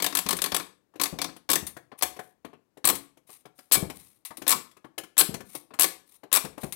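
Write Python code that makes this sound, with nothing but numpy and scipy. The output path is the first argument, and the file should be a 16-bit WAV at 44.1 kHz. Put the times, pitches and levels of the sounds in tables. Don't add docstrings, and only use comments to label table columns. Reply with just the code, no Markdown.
import sys
import numpy as np
from scipy import signal
from scipy.fft import rfft, irfft, next_fast_len
from scipy.io import wavfile
from scipy.ndimage import uniform_filter1d, map_coordinates

SR = 44100
rng = np.random.default_rng(int(sys.argv[2]) if len(sys.argv) > 2 else 0)


def unload_audio(sound):
    columns = np.transpose(np.atleast_2d(sound))
    steps = np.round(np.clip(columns, -1, 1) * 32767)
    wavfile.write(sys.argv[1], SR, steps.astype(np.int16))


N = 297675


def amp(db):
    return 10 ** (np.asarray(db) / 20)


def unit(x):
    return x / np.sqrt(np.mean(np.abs(x) ** 2) + 1e-20)


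def along(points, hz):
    point_hz, value = np.transpose(points)
    return np.interp(np.log(hz + 1), np.log(point_hz), value)


def filtered(x, response):
    m = next_fast_len(N + SR // 2)
    hz = np.fft.rfftfreq(m, 1 / SR)
    return irfft(rfft(x, m) * response(hz), m)[..., :N]


def causal(gain):
    cepstrum = irfft(np.log(np.maximum(gain, 1e-6)))
    half = len(cepstrum) // 2
    cepstrum[1:half] *= 2
    cepstrum[half + 1:] = 0
    return np.exp(rfft(cepstrum))


def coloured(x, spectrum):
    return filtered(x, lambda hz: causal(unit(amp(along(spectrum, hz)))))


def body(x, bed, modes, lift_db):
    def response(hz):
        peaks = 0
        for centre, width, db in modes:
            peaks = peaks + amp(db + lift_db) / (1 + (2 * (hz - centre) / width) ** 2)
        return causal(unit(amp(along(bed, hz)) * (1 + peaks)))
    return filtered(x, response)


def add(track, s, sound):
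    start = max(round(s * SR), 0)
    part = sound[:max(N - start, 0)]
    track[start:start + len(part)] += part


def blows(times, levels, t60, attack, crack, crack_t60, uneven_db=3.0, knot_hz=380):
    t = np.arange(SR // 5) / SR
    knots = np.fft.rfftfreq(len(t), 1 / SR) / knot_hz
    decay = amp(-60 * t / t60) + crack * amp(-60 * t / crack_t60)
    shape = (1 - np.exp(-t / attack)) * decay
    track = np.zeros(N)
    for s, db in zip(times, levels):
        burst = rfft(shape * rng.standard_normal(len(t)))
        power = np.abs(uniform_filter1d(np.abs(burst) ** 2, size=60))
        bumps = map_coordinates(rng.standard_normal(size=256), [knots], mode="mirror")
        colour = unit(amp(uneven_db * bumps))
        evened = burst * causal(colour * np.sqrt(power.mean() / power))
        add(track, s, amp(db) * irfft(evened))
    return track


def wobble(rate):
    knots = rng.standard_normal(int(N * rate / SR) + 4)
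    return map_coordinates(knots, [np.arange(N) * rate / SR])


EASE_POWER = 3.5
CLACK_DB = -25
CLACK_FOLLOWS, KNOCK_FOLLOWS, BOOM_FOLLOWS = 0.6, 0.22, 0.1
TRACK_NOTCHES = 4
RUN_UP_POWER = 2.6
RUN_UP_CLACK_DB, RUN_UP_KNOCK_DB, RUN_UP_BOOM_DB = 4, 6.5, 11
SLACK_SPRING_DB, SLACK_KNOCK_DB, SLACK_BOOM_DB = 3.5, 0, -8
# first notch in seconds, travel time in seconds, number of notches,
# each gap as a multiple of the one before, spring level in dB, easing by the last notch in dB,
# case knock level in dB, cavity boom level in dB, how much earlier the slack closes in seconds,
# and the clack of that in dB. All four levels are trimmed when played.
SLIDER_PUSHES = [(0.0224, 0.0407, 3, 0.97, -13, -1, -27.5, -39, 0.022, -34),
                 (0.1508, 0.037, 3, 0.92, -10.5, -2.5, -30.5, -42, 0.026, -38),
                 (0.2878, 0.04, 3, 1.1, -12, -5, -28, -42, 0.025, -33),
                 (0.418, 0.042, 3, 0.95, -12, -9, -32.5, -42.5, 0.03, -35.5),
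                 (0.5449, 0.0533, 3, 1.8, -13, -21.5, -27.5, -40, 0.026, -28.5),
                 (1.0134, 0.0425, 3, 0.95, -11.5, -12, -31, -43.5, 0.016, -30),
                 (1.2157, 0.027, 2, 1, -18, -7.5, -32, -41.5, 0.0286, -33),
                 (1.5, 0.0553, 4, 1.3, -9, -1.5, -29, -38.5, 0.01, -28),
                 (2.0228, 0.0074, 2, 1, -11.5, 0, -28.5, -38, 0.013, -44),
                 (2.8522, 0.0465, 4, 0.75, -5.5, -4, -27.5, -42.5, 0.009, -30.5),
                 (3.72, 0.032, 5, 1.15, -4.5, -6, -32.5, -53, 0.007, -33.5),
                 (4.4782, 0.0454, 5, 0.86, -7, -3.5, -29.5, -50, 0.012, -32.5),
                 (5.1787, 0.031, 5, 1.05, -5, -2.5, -30, -47.5, 0.011, -41.5),
                 (5.7953, 0.0465, 5, 0.95, -5.5, -6, -30.5, -47.5, 0.0064, -31.5),
                 (6.327, 0.0423, 5, 0.96, -6, -5, -31, -48, 0.011, -39)]


def notches():
    blows_by_push = []
    for first, length, count, pace, spring_db, ease_db, knock_db, boom_db, lead, slack_db in SLIDER_PUSHES:
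        blows_by_push.append([[first - lead], [slack_db + SLACK_SPRING_DB], [slack_db],
                              [slack_db + SLACK_KNOCK_DB], [slack_db + SLACK_BOOM_DB]])
        k = np.arange(round(count))
        elapsed = np.cumsum(pace ** k) - 1
        eased = ease_db * (k / k[-1]) ** EASE_POWER
        run_up = (k / TRACK_NOTCHES) ** RUN_UP_POWER
        blows_by_push.append([first + length * elapsed / elapsed[-1],
                              spring_db + eased,
                              CLACK_DB + CLACK_FOLLOWS * eased + RUN_UP_CLACK_DB * run_up,
                              knock_db + KNOCK_FOLLOWS * eased + RUN_UP_KNOCK_DB * run_up,
                              boom_db + BOOM_FOLLOWS * eased + RUN_UP_BOOM_DB * run_up])
    return np.concatenate(blows_by_push, axis=1)


# centre in Hz, width in Hz, height in dB before the lift that its player adds.
SPRING_MODES = [(8270, 1800, 3.5), (10430, 1100, -3.5), (12400, 100, -4.5)]
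SLIDER_MODES = [(2756, 37, 6), (3690, 31, 3.5), (3740, 1600, 1.5), (4250, 76, 10.5), (6000, 1500, 1)]
CASE_MODES = [(300, 160, -1.5), (738.3, 28, -1.5), (1087, 170, -3.5), (1727, 80, -6.5), (2290, 23, -8)]
# frequency in Hz, relative level in dB per Hz.
SPRING_DENSE = [(4100, -51.5), (6650, -13), (7750, -2.5), (9350, -6.5), (10450, -1), (12350, -1.2),
                (14050, -5), (16050, -8)]
SLIDER_DENSE = [(1250, -50.5), (2450, -4), (3020, -4), (3650, -2), (5050, -3.5), (6650, -6), (8600, -31),
                (12100, -64)]
CASE_DENSE = [(250, -30.5), (520, -1.5), (800, -2.5), (1090, 0.5), (1460, -1.5), (2350, -1.5), (3350, -25),
              (6100, -66)]
CAVITY_AIR = [(30, -31), (70, -12), (130, -13), (180, 2.5), (230, -10), (280, 8), (420, -1), (750, -12),
              (2000, -56.5)]


def detent():
    s, spring_db, clack_db, knock_db, boom_db = notches()
    snap = blows(s, spring_db - 3.0, t60=0.042, attack=0.00096, crack=0.64, crack_t60=0.023)
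    clack = blows(s, clack_db + 5.5, t60=0.047, attack=0.0011, crack=0.72, crack_t60=0.018)
    knock = blows(s, knock_db + 4.5, t60=0.068, attack=0.00097, crack=0.67, crack_t60=0.023)
    boom = blows(s, boom_db + 8.5, t60=0.1, attack=0.0011, crack=0.43, crack_t60=0.02)
    spring = body(snap, SPRING_DENSE, SPRING_MODES, lift_db=-6.5)
    slider = body(clack, SLIDER_DENSE, SLIDER_MODES, lift_db=-11)
    walls = body(knock, CASE_DENSE, CASE_MODES, lift_db=6.5)
    cavity = coloured(boom, CAVITY_AIR)
    return spring + slider + walls + cavity


TICK_LAG_S = 0.0025
# time in seconds, knock level in dB, tick level in dB (before trims).
FINGER_TAPS = [(0.663, -50, -48), (0.937, -49, -61), (0.955, -40, -45.5), (1.286, -33.5, -54),
               (1.362, -43, -39), (1.765, -31, -37), (1.916, -34, -57), (2.163, -41.5, -41.5),
               (2.19, -28, -34), (2.446, -29.5, -42.5), (2.53, -41, -59.5), (2.77, -45, -48.5),
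               (3.17, -51, -51.5), (3.291, -45, -48), (3.453, -37.5, -46), (3.586, -44.5, -40.5),
               (3.897, -31, -29), (4.305, -33, -43), (4.378, -43, -47.5), (4.417, -31, -31.5),
               (4.71, -56.5, -47), (4.766, -49, -48.5), (4.843, -37.5, -51), (4.978, -25.5, -21),
               (5.033, -40.5, -36.5), (5.339, -30.5, -23.5), (5.403, -33.5, -36.5), (5.547, -33.5, -52),
               (5.705, -41.5, -62), (5.736, -33.5, -38), (6.232, -38, -47.5), (6.447, -29, -28),
               (6.576, -31.5, -38), (6.631, -27, -31.5)]
# frequency in Hz, relative level in dB per Hz.
FINGERTIP_TONE = [(40, -30.5), (130, -4), (200, -4), (300, -1), (500, 1), (900, -4.5), (1400, -9),
                  (2300, -14.5), (4000, -21.5), (9000, -48.5)]
SLIDER_TICK_TONE = [(300, -64.5), (1200, -3.5), (2450, -2.5), (4550, -7.5), (7100, -7.5), (11100, -5),
                    (16100, -15)]


def taps():
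    s, knock_db, tick_db = np.transpose(FINGER_TAPS)
    pads = blows(s, knock_db + 1, t60=0.087, attack=0.0027, crack=0.68, crack_t60=0.019)
    ticks = blows(s + TICK_LAG_S, tick_db - 4, t60=0.07, attack=0.0012, crack=0.78, crack_t60=0.022)
    knocks = body(pads, FINGERTIP_TONE, CASE_MODES, lift_db=2.5)
    return knocks + coloured(ticks, SLIDER_TICK_TONE)


# time in seconds, level in dB before its trim, time to fade by 60 dB in seconds.
NAIL_FLICKS = [(0.3677, -20.5, 0.084), (1.6672, -22, 0.11), (2.9532, -20.5, 0.092), (4.2506, -25, 0.12),
               (4.371, -25.5, 0.057), (5.5513, -22, 0.084), (6.7236, -20, 0.077)]
# frequency in Hz, relative level in dB per Hz.
SKIN_TONE = [(410, -35), (700, -12.5), (863, -10.5), (1080, -7), (1540, -17), (2130, -6.5), (2880, -12),
             (3460, -10.5), (3940, -7.5), (4260, -11.5), (5120, -12), (7990, -8.5), (8760, 1), (13500, -5),
             (16000, -12.5)]


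def flicks():
    track = np.zeros(N)
    t = np.arange(SR // 4) / SR
    for s, db, t60 in NAIL_FLICKS:
        fade = amp(db - 5.0 - 60 * t / t60)
        add(track, s, fade * rng.standard_normal(len(t)))
    return body(track, SKIN_TONE, SLIDER_MODES, lift_db=-15)


RUB_RISE_DB, RUB_FALL_DB = 13, 22.5
# start in seconds, fastest moment in seconds, end in seconds,
# level in dB before its trim. A stroke that ends before its fastest moment is cut short.
SKIN_RUBS = [(1.983, 2.028, 2, -32.5), (2.2, 2.24, 2.34, -58.5), (3.273, 3.329, 3.425, -48.5),
             (3.555, 3.579, 3.76, -58.5), (3.9, 3.98, 4.22, -50.5), (5.452, 5.558, 5.64, -48.5),
             (6.06, 6.155, 6.18, -55), (6.603, 6.628, 6.76, -42.5)]


def rubbing(rough_db=4.2):
    t = np.arange(N) / SR
    level = np.zeros(N)
    for start, fastest, end, db in SKIN_RUBS:
        swell = np.interp(t, [start, fastest, end], [-RUB_RISE_DB, 0, -RUB_FALL_DB])
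        level += amp(db + swell) * (t > start) * (t < end)
    grain = unit(rng.standard_normal(N) * amp(rough_db * wobble(220)))
    hiss = body(grain, SKIN_TONE, SLIDER_MODES, lift_db=-17.0)
    return amp(3.5) * uniform_filter1d(level, size=600) * hiss


# time in seconds, level in dB before trims, pitch in Hz.
CASE_THUMPS = [(0.259, -27.5, 195), (0.523, -33.5, 186), (1.126, -28.5, 190), (1.559, -34, 310),
               (1.624, -34, 182), (2.022, -38.5, 335), (2.929, -31.5, 422), (3.771, -27, 148),
               (3.823, -26, 152), (4.552, -35, 213), (5.289, -28.5, 198), (5.342, -33, 181),
               (6.441, -30, 186), (6.637, -27.5, 185)]
# frequency in Hz, relative level in dB per Hz.
SHUDDER_TONE = [(25, -23.5), (45, -18), (62, -4.5), (85, -5), (170, 0), (350, -3), (700, -10.5),
                (2000, -38.5), (5000, -85)]


def thumps(cycles=1.5, push_db=4, shudder_db=-5):
    track = np.zeros(N)
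    t = np.arange(SR // 8) / SR
    for s, db, hz in CASE_THUMPS:
        u = t * hz / cycles
        swell = 2 * u * np.exp(-u * u)
        add(track, s, amp(db + push_db) * swell * np.sin(2 * np.pi * hz * t))
    s, db, _ = np.transpose(CASE_THUMPS)
    shudder = blows(s, db + shudder_db, t60=0.24, attack=0.00087, crack=0.82, crack_t60=0.026)
    return track + coloured(shudder, SHUDDER_TONE)


# frequency in Hz, time to fade by 60 dB in seconds.
ROOM_FADE = [(80, 0.54), (280, 0.44), (700, 0.32), (2000, 0.33), (8000, 0.28), (15000, 0.23)]


def room(x, delay=.0074, build=0.0038):
    wet, step = np.zeros(N), SR // 3
    for start in range(0, N, step):
        hz, t, z = signal.stft(rng.standard_normal(SR // 2), SR, nperseg=256)
        fade = amp(-60 * t / along(ROOM_FADE, hz)[:, None])
        tail = signal.istft(z * fade, SR, nperseg=256)[1]
        since = np.maximum(np.arange(len(tail)) / SR - delay, 0)
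        tail *= 1 - np.exp(-since / build)
        echo = signal.fftconvolve(x[start:start + step], tail / np.linalg.norm(tail))
        add(wet, start / SR, echo)
    return wet


# frequency in Hz, relative level in dB per Hz.
STILL_ROOM = [(20, -22), (60, -5.5), (300, 1), (1000, -11.5), (3000, -23), (15000, -27.5)]


def still_room():
    return amp(-72) * coloured(rng.standard_normal(N), STILL_ROOM)


# frequency in Hz, level in dB before the trims in scene().
RIGHT_SHARE = [(42, -2.5), (125, -15), (310, -28), (720, -37), (3100, -32), (10100, -40)]


def scene():
    slider = detent()
    hand = taps() + flicks() + rubbing()
    low = thumps()
    near = slider + hand + low
    send = amp(-11.5) * slider + amp(-13.5) * hand + amp(-15.0) * low
    left = near + room(send) + still_room()
    share = amp(-4.0) * near + amp(6.5) * room(send, delay=0.002)
    right = filtered(share, lambda hz: amp(along(RIGHT_SHARE, hz)))
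    return np.array([left, right + amp(-99) * rng.standard_normal(N)])


TOP_HZ = 15900


def record(dry):
    return filtered(np.clip(dry, -1, 1), lambda hz: 1 / (1 + (hz / TOP_HZ) ** 200))


dry = scene()
out = record(dry)
unload_audio(out)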